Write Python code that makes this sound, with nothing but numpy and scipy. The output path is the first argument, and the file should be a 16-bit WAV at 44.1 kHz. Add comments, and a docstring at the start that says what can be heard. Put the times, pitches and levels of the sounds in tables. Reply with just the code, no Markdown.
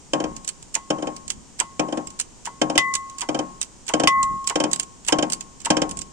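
"""Knocks in threes through a heavy steel frame, with clicks, rasps and two ringing blows, over an outdoor hush.
A bottle jack is pumped by hand: each knock is a noise thud and crack, low frame modes and short bright rings.
The loose handle clicks (resonated noise bursts) and rasps into its socket (noise with a falling band).
A struck steel bar rings in damped modes; gain control ducks lasting loudness.
Shaped noise makes the hush, a low rumble and swells of wind and handling."""
import sys
import numpy as np
from scipy import signal
from scipy.fft import rfft, irfft
from scipy.io import wavfile
from scipy.ndimage import uniform_filter1d

SR = 44100
rng = np.random.default_rng(int(sys.argv[2]) if len(sys.argv) > 2 else 0)


def dump_mix(stems):
    """Bounce the given channels to the path in sys.argv[1] as a 16-bit WAV at rate SR."""
    frames = np.atleast_2d(stems).T  # one column per channel
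    limited = np.clip(frames, -1, 1)  # hard clip at full scale
    pcm = np.round(limited * 32767).astype(np.int16)
    wavfile.write(sys.argv[1], SR, pcm)


N = 269892
PORT_LAG_S = 0.0001  # the left port hears the jack later
BENDING_ROOT_S = .27  # in steel the low bending waves arrive later than the high ones

# pump strokes, three knocks each: t/s, first knock level/dB, later knocks level/dB,
# gap to second/s, gap from second to third/s
STROKES = [(0.1331, -17.5, -24, 0.068, .0382), (0.9028, -19, -25.5, .1208, 0.047),
           (1.7942, -18.5, -25, 0.13, 0.048), (2.615, -17, -22.5, 0.083, 0.056),
           (3.2876, -22, -22.5, 0.058, .0438), (3.9366, -18, -19.5, 0.061, 0.037),
           (4.556, -19.5, -20, .0448, .0367), (5.123, -16.5, -20.5, 0.062, 0.04),
           (5.7024, -15, -20, 0.065, 0.05)]
# handle seating in its socket, a click then a rasp: t/s, click level/dB, rasp level/dB
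SEATS = [(0.7506, -17, -29), (1.5996, -14, -27), (2.4624, -30, -30), (3.2153, -20.5, -27),
         (3.8885, -19, -26.5), (4.4966, -18.5, -26), (5.0835, -11.5, -27), (5.6564, -19.5, -26.5)]
# relative spectrum of a hard steel contact: f/Hz, level/dB, left-right/dB
CRACK_COLOUR = [(300, -5, 1), (750, 1, -12.5), (1550, -7.5, 3), (2430, -3.5, -9), (3020, -10, 19),
                (3080, -1, -20.5), (3580, -6.5, 11.5), (4120, -10, -4), (5370, -5, -9.5), (6360, -10, -18),
                (7420, -9, -20.5), (8640, -11.5, 12), (9500, -18, -1.5), (11450, -64.5, -13.5),
                (15700, -94, -26)]


def amp(db):
    """Amplitude ratio of a level in dB."""
    return 10 ** (np.asarray(db) / 20)


def unit(x):
    """Scale to unit RMS."""
    return x / np.sqrt(np.mean(x ** 2) + 1e-20)


def read(points, hz, axis=1):
    """One column of a spectrum, joined on a log-frequency axis."""
    points = np.array(points)
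    return np.interp(np.log(hz + 1), np.log(points[:, 0] + 1), points[:, axis])


def add(mix, start_s, sound):
    """Mix a two-port sound in at start_s, cut at the end of the mix."""
    start = max(round(start_s * SR), 0)
    part = mix[:, start:][:, :sound.shape[1]]
    part += sound[:, :part.shape[1]]


def noise(size, likeness):
    """White noise at two ports, partly shared."""
    shared = np.clip(likeness, 0, 1)
    common = np.sqrt(shared) * rng.standard_normal(size)
    return common + np.sqrt(1 - shared) * rng.standard_normal((2, size))


def shaped_noise(table, likeness):
    """Unit-RMS noise with a tabled spectrum."""
    hz = np.fft.rfftfreq(N, 1 / SR)
    return unit(irfft(rfft(noise(N, likeness)) * amp(read(table, hz)), N))


def colour(x, table, size=2048):
    """Causal unit-power filter from the jack to each port; the left port hears it later."""
    hz = abs(np.fft.fftfreq(size, 1 / SR))
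    pan_db = np.outer([.5, -.5], read(table, hz, axis=2))
    gain = unit(amp(read(table, hz) + pan_db))
    # minimum phase from the log gain
    taps = np.fft.ifft(np.exp(np.conj(signal.hilbert(np.log(gain))))).real
    late = np.exp(-2j * np.pi * np.outer([PORT_LAG_S, 0], np.fft.rfftfreq(size, 1 / SR)))
    lagged_taps = irfft(rfft(taps) * late)[:, :size // 2]
    return signal.oaconvolve(x, lagged_taps, axes=1)[:, :N]


def burst(rise_s, t60_s, tail_db, tail_t60_s, likeness):
    """Noise for a contact's dense modes: quick rise, fast fall, faint diffuse tail off the machine."""
    t = np.arange(SR // 3) / SR
    direct = amp(-60 * t / t60_s) * noise(len(t), likeness)
    tail = amp(tail_db - 60 * t / tail_t60_s) * noise(len(t), likeness / 2)
    return (1 - np.exp(-(t / rise_s) ** 2)) * (direct + tail)


def ring(modes, rise_s, lag_s, scatter_db, length=1, bending_root_s=0):
    """Damped modes, one row each, with scattered levels; bending sets phase by root frequency."""
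    t = np.maximum(np.arange(SR * 3 // 2) / SR - np.array([[lag_s], [0]]), 0)
    rows = []
    for hz, db, t60_s, pan_db in modes:
        port_db = db + pan_db * np.array([[.5], [-.5]])
        level = amp(port_db + scatter_db * rng.standard_normal())
        decay = np.exp(-np.log(1000) * t / (t60_s * length))
        rows.append(level * decay * np.sin(2 * np.pi * (hz * t - bending_root_s * np.sqrt(hz))))
    return np.array(rows) * (1 - np.exp(-t / rise_s))


def swell_level():
    """A few Gaussian swells of wind and handling, made uneven by random lumps."""
    # t/s, level before lumps/dB, half length/s
    swells = [(.3, -44, .12), (1.3, -52, 0.31), (2.1, -50, 0.043), (2.797, -51, 0.18), (4.24, -41.5, 0.2),
              (5.155, -54, 0.12), (5.84, -42, 0.26)]
    lumps_per_s, lump_db = 26, 5
    t = np.arange(N) / SR
    lumps = np.interp(t * lumps_per_s, np.arange(1000), rng.standard_normal(size=1000))
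    envelope = sum(amp(db) * np.exp(-((t - s) / half_s) ** 2) for s, db, half_s in swells)
    return amp(lump_db * lumps) * envelope


def air():
    """Shaped noise: steady outdoor hush with a high hiss, steady rumble, and lumpy low swells."""
    # relative spectra: f/Hz, level per Hz/dB
    hush_colour = [(25, -4.5), (250, -2), (400, -7.5), (650, -13.5), (950, -10.5), (1300, -18.5),
                   (2000, -21), (2850, -20.5), (3100, -18), (3400, -22), (4200, -22), (7100, -11),
                   (9100, -19.5), (9700, -39), (15000, -46), (16500, -67.5)]
    rumble_colour = [(10, -8), (28, 4.5), (75, -8.5), (200, -9.5), (600, -27.5), (3000, -81)]
    swell_colour = [(10, -13), (30, -1), (70, 0), (110, -12.5), (200, -1), (300, -8), (600, -26.5),
                    (3000, -79)]
    hush_db, rumble_db = -48, -55
    hush = shaped_noise(hush_colour, likeness=0.22)
    rumble = shaped_noise(rumble_colour, likeness=0.15)
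    swell = shaped_noise(swell_colour, likeness=0.27)
    return amp(hush_db) * hush + amp(rumble_db) * rumble + swell_level() * swell


def knock_rows():
    """Every knock as t/s, level/dB; a stroke that hangs slips softly before its second knock."""
    slow_gap_s, slip_lead_s, slip_db = .1, .04, -6
    for s, first_db, later_db, gap_s, next_gap_s in STROKES:
        yield s, first_db
        if gap_s > slow_gap_s:
            yield s + gap_s - slip_lead_s, later_db + slip_db
        yield s + gap_s, later_db
        yield s + gap_s + next_gap_s, later_db


def knocks():
    """Each knock cracks with short bright rings and rings the frame afresh, choking its old ring."""
    # low modes of the frame: f/Hz, level/dB, t60/s, left-right/dB
    frame_modes = [(142.3, -18.5, 0.62, 11), (183.3, -16, 0.79, 7.5), (226.5, -13, 0.5, 6),
                   (251, -14, 0.46, 6), (306.3, 4, 0.2, 8.5), (343, -13.5, 0.064, 16.5),
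                   (480, -3, 0.089, 20), (497, -23, 0.16, 2), (538, -3, 0.19, -6.5),
                   (555.5, -15.5, 0.32, 12.5), (609.5, -0.5, 0.13, 0), (636, -26, 0.045, -6),
                   (697, -4.5, .14, 15), (695, -22, 0.064, 0), (759, -15, 0.28, -11.5),
                   (794, -8, 0.25, -4.5), (806, -17.5, 0.14, 21), (962, -16, 0.27, 16.5),
                   (1010, -25, 0.77, -14), (1082, -7.5, 0.75, 6.5), (1257, -26.5, 0.27, 22),
                   (1340, -20, 0.23, 8.5), (1550, -13, 0.1, 4.5)]
    # short bright rings of the crack, some from the microphone: f/Hz, level/dB, t60/s, left-right/dB
    crack_modes = [(1598, -14, 0.074, -3.5), (2005, -30, 0.12, 15.5), (2374, -8.5, 0.027, 3),
                   (2510, -15, 0.077, 5.5), (2790, -17.5, 0.082, -1), (3076, -9.5, 0.033, -15),
                   (5427, -4.5, 0.03, -10), (7070, 2.5, 0.013, -5), (8350, -3, 0.016, 0.5)]
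    # relative thud spectrum: f/Hz, level/dB, left-right/dB
    thud_colour = [(61.5, -54, -14), (148, -4.5, 1), (332, 3.5, 6), (440, -2, 6), (556, -5.5, 8),
                   (914, -2.5, 9), (1080, -12, -1), (1630, -16.5, -0.5), (2880, -25, 3), (6030, -58, 2)]
    # the crack grows faster than the thud with force, and hardens as the load builds
    usual_knock_db, crack_offset_db, crack_per_db, crack_db_per_s = -21.5, -3.5, 0.68, 0.84
    choke_s = 0.0079  # decay time constant
    frame, bright, thud, crack = np.zeros((4, 2, N))
    frame_rings = [ring(frame_modes, rise_s=.0022, lag_s=.0003, scatter_db=1,
                        bending_root_s=BENDING_ROOT_S).sum(0) for _ in range(3)]
    bright_rings = [ring(crack_modes, rise_s=0.0014, lag_s=PORT_LAG_S, scatter_db=3.5).sum(0)
                    for _ in range(5)]
    choke = np.exp(-np.minimum(np.arange(N) / SR / choke_s, 20))
    for s, thud_db in knock_rows():
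        force_db = crack_per_db * (thud_db - usual_knock_db)
        crack_db = thud_db + crack_offset_db + force_db + crack_db_per_s * s
        start = round(s * SR)
        frame[:, start:] *= choke[:N - start]
        add(frame, s, amp(thud_db) * frame_rings[rng.integers(len(frame_rings))])
        add(bright, s, amp(crack_db) * bright_rings[rng.integers(len(bright_rings))])
        thud_hit = burst(rise_s=0.0031, t60_s=0.16, tail_db=-9.5, tail_t60_s=0.51, likeness=0.83)
        crack_hit = burst(rise_s=0.0017, t60_s=0.039, tail_db=-17.5, tail_t60_s=0.12, likeness=0.9)
        add(thud, s, amp(thud_db) * thud_hit)
        add(crack, s, amp(crack_db) * crack_hit)
    rings = amp(-3) * frame + amp(0.5) * bright
    return rings + colour(amp(-3) * thud, thud_colour) + colour(amp(3.5) * crack, CRACK_COLOUR)


def click_rows():
    """Every contact of the handle, lifted, seated or chattering: t/s, tick level/dB, clack level/dB."""
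    # clicks of the loose handle as it is lifted: t/s, level/dB
    lifts = [(0.364, -30.5), (0.4464, -32), (0.477, -21), (0.489, -20.5), (1.1642, -31.5), (1.279, -29.5),
             (1.3018, -15), (2.0712, -30.5), (2.191, -27), (2.1988, -16), (2.2107, -25), (2.9382, -19.5),
             (2.9518, -14.5), (3.1837, -28.5), (3.6141, -17.5), (3.6273, -22.5), (3.8691, -38),
             (4.2292, -19), (4.4727, -14.5), (4.7136, -26.5), (4.7316, -13), (4.7593, -25.5),
             (4.797, -14.5), (4.8309, -30), (5.2998, -24.5), (5.3211, -17.5), (5.3319, -17.5),
             (5.4077, -25.5), (5.892, -30), (5.911, -26.5), (5.971, -29.5), (5.989, -26.5), (6.0162, -28)]
    touch_lead_s, touch_db = .008, -26  # the handle touches just before it seats
    seat_clack_db = -11  # relative to the tick
    clack_offset_db, clack_per_db = -24.5, 0.8
    # faint chatter of the linkage around each seating
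    chatter_count, chatter_db, chatter_spread_db = 2, -34.5, 7.5
    chatter_before_s, chatter_after_s = .045, 0.015
    # faint ticks of the linkage at chance moments while the handle comes back up
    stray_db, return_start_s, return_length_s = -36.5, .25, .3
    seated, loose = [], list(lifts)
    for s, db, _ in SEATS:
        seated += [(s - touch_lead_s, touch_db), (s, db)]
        for when, size in rng.random((chatter_count, 2)):
            chatter_s = s - chatter_before_s + when * (chatter_before_s + chatter_after_s)
            loose.append((chatter_s, chatter_db + chatter_spread_db * (2 * size - 1)))
    for s, *_ in STROKES:
        loose.append((s + return_start_s + return_length_s * rng.random(), stray_db))
    seated_rows = [(s, db, db + seat_clack_db) for s, db in seated]
    return seated_rows + [(s, db, clack_offset_db + clack_per_db * db) for s, db in loose]


def clicks():
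    """Steel ticks on steel after a brief scrape; each contact favours a few rings of its own."""
    # relative spectra: f/Hz, level/dB, left-right/dB
    tick_colour = [(200, -13, 6), (1230, -8, 5.5), (3070, 0, -5), (3600, 0.5, -1.5), (5160, 1.5, -10.5),
                   (5660, -1, -17.5), (7770, 9.5, -8.5), (9170, 0, 2), (9050, 0, 16), (10520, -16.5, -5.5),
                   (10780, -10, -17), (11850, -20, 13), (15100, -20, -8.5), (17200, -28, -9.5)]
    clack_colour = [(300, -11, 1), (1300, -4.5, 14.5), (2460, 5.5, -2), (3110, 7, -4), (4230, -17.5, 19.5),
                    (9000, -49, 25)]
    sing_hz, sing_spread_hz = 7520, 530  # the brightest ring of a contact
    tick, clack = np.zeros((2, 2, N))
    for s, db, clack_db in click_rows():
        hz = sing_hz + sing_spread_hz * rng.standard_normal()
        hit = burst(rise_s=0.00047, t60_s=.025, tail_db=-22, tail_t60_s=0.13, likeness=0.59)
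        sing = signal.lfilter(*signal.iirpeak(min(hz, SR / 3), 22, SR), hit)
        overtones = sum(signal.lfilter(*signal.iirpeak(f, 90, SR), hit)
                        for f in rng.uniform(2500, 9500, 5))
        add(tick, s, amp(db) * (hit + amp(-0.5) * sing + amp(6) * overtones))
        add(tick, s + rng.uniform(0.0098, .018), amp(db - 16.5) * hit)  # faint rebound
        clack_hit = burst(rise_s=0.0022, t60_s=0.048, tail_db=-15.5, tail_t60_s=0.14, likeness=0.59)
        add(clack, s, amp(clack_db) * clack_hit)
        scrape = noise(SR // 100, .5) * np.linspace(0, 1, SR // 100) ** 2
        add(tick, s - len(scrape[0]) / SR, amp(db - 19) * scrape)
    return colour(amp(2.5) * tick, tick_colour) + colour(amp(7) * clack, clack_colour)


def slides():
    """Hollow rasp as the handle seats; its pitch falls as the slower waves come down the tube."""
    # relative rasp spectrum: f/Hz, level/dB, left-right/dB
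    rasp_colour = [(120, -21, 4), (353, -1.5, 2), (670, -3, -1.5), (987, 12.5, 4.5), (1150, -3, -0.5),
                   (2400, -17.5, 8), (5000, -29, -28), (11900, -55, -6)]
    rasp_delay_s = .0125
    rasp, sweep = np.zeros((2, 2, N))
    for click_s, _, db in SEATS:
        s = click_s + rasp_delay_s
        rub = burst(rise_s=0.0042, t60_s=0.1, tail_db=-16.0, tail_t60_s=0.24, likeness=0.63)
        t = np.arange(rub.shape[1]) / SR
        pitch_hz = 850 + 2000 * np.exp(-t / .013)
        carrier = np.cos(2 * np.pi * np.cumsum(pitch_hz) / SR)
        band = signal.lfilter(*signal.butter(2, 380, fs=SR), rub) * carrier
        add(rasp, s - .008, amp(db) * rub)
        add(sweep, s - .011, amp(db) * band)
    return colour(amp(4.0) * rasp, rasp_colour) + amp(16.5) * sweep


def bar():
    """Hard clash and rebound, then the two lowest bending modes sing on; seatings hum them faintly."""
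    # blows: t/s, level/dB, extra level on lowest mode/dB, factor on ring time
    blows = [(2.7772, -3, -11.5, 1.07), (4.073, -4, 0, 1.037)]
    # modes: f/Hz, level/dB, t60 before that factor/s, left-right/dB
    bar_modes = [(1083.8, -2, 0.88, 0.5), (2018.5, -7.5, 0.38, 9), (2510, -22, 0.087, 23),
                 (2590, -14, 0.078, 0), (2830, -14.5, 0.094, -5), (3020, -4, 0.053, -5),
                 (3450, -15, 0.097, -11), (3710, -11, 0.05, -7.5), (4960, -23, 0.067, -5),
                 (5360, -25, 0.054, 8), (6940, -12, 0.038, 15), (8360, -12.5, 0.045, 14),
                 (9800, -30, 0.073, -3)]
    # relative clash spectrum: f/Hz, level/dB, left-right/dB
    clash_colour = [(300, -6, 0), (760, 6, -4), (1500, 6, -3), (2630, 0, -16), (4060, -3.5, 1),
                    (4930, 8.5, 7), (7240, -3, 1), (9000, 2, -1), (10300, -12, 3), (15400, -17, 3),
                    (16500, -25, -3)]
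    rebound_s = .005
    hum_db = -17.5  # relative to the seating's rasp
    tone, clash, rebound = np.zeros((3, 2, N))
    for s, db, lowest_db, length in blows:
        modes = ring(bar_modes, rise_s=.0006, lag_s=PORT_LAG_S, scatter_db=0, length=length,
                     bending_root_s=BENDING_ROOT_S / 2)
        add(tone, s, amp(db) * (amp(lowest_db) * modes[0] + modes[1:].sum(0)))
        clash_hit = burst(rise_s=0.00073, t60_s=0.04, tail_db=-22, tail_t60_s=0.084, likeness=0.27)
        rebound_hit = burst(rise_s=0.0016, t60_s=0.061, tail_db=-8.5, tail_t60_s=.12, likeness=1.0)
        add(clash, s, amp(db) * clash_hit)
        add(rebound, s + rebound_s, amp(db) * rebound_hit)
    hum = ring(bar_modes[:2], rise_s=.004, lag_s=PORT_LAG_S, scatter_db=6.5).sum(0)
    for s, _, rasp_db in SEATS:
        add(tone, s, amp(rasp_db + hum_db) * hum)
    return tone + colour(amp(-0.5) * clash, clash_colour) + colour(amp(-4) * rebound, CRACK_COLOUR)


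def scene():
    """Sum of all sources at the two ports."""
    return air() + knocks() + clicks() + slides() + bar()


def record(dry):
    """Gain control falls on lasting loudness and creeps back; then clipping and a low-pass."""
    threshold_db, recovery_db_per_s, edge_hz = -15, 80, 16300
    # 34 ms mean power, mostly of the past, so short knocks weigh little
    power = uniform_filter1d((dry ** 2).mean(0), size=1500, origin=550)
    power_db = 10 * np.log10(abs(power) + 1e-12)
    recovery_db = np.arange(N) * recovery_db_per_s / SR
    held_db = np.maximum.accumulate(power_db + recovery_db) - recovery_db
    over_db = np.maximum(held_db - threshold_db, 0)
    ducked = dry * amp(-uniform_filter1d(over_db, size=100))
    limited = np.clip(ducked, -.95, .95)
    low_pass = signal.firwin(255, edge_hz, window=("kaiser", 8), fs=SR)
    return signal.oaconvolve(limited, low_pass[None], "same")


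dry = scene()
out = record(dry)
dump_mix(out)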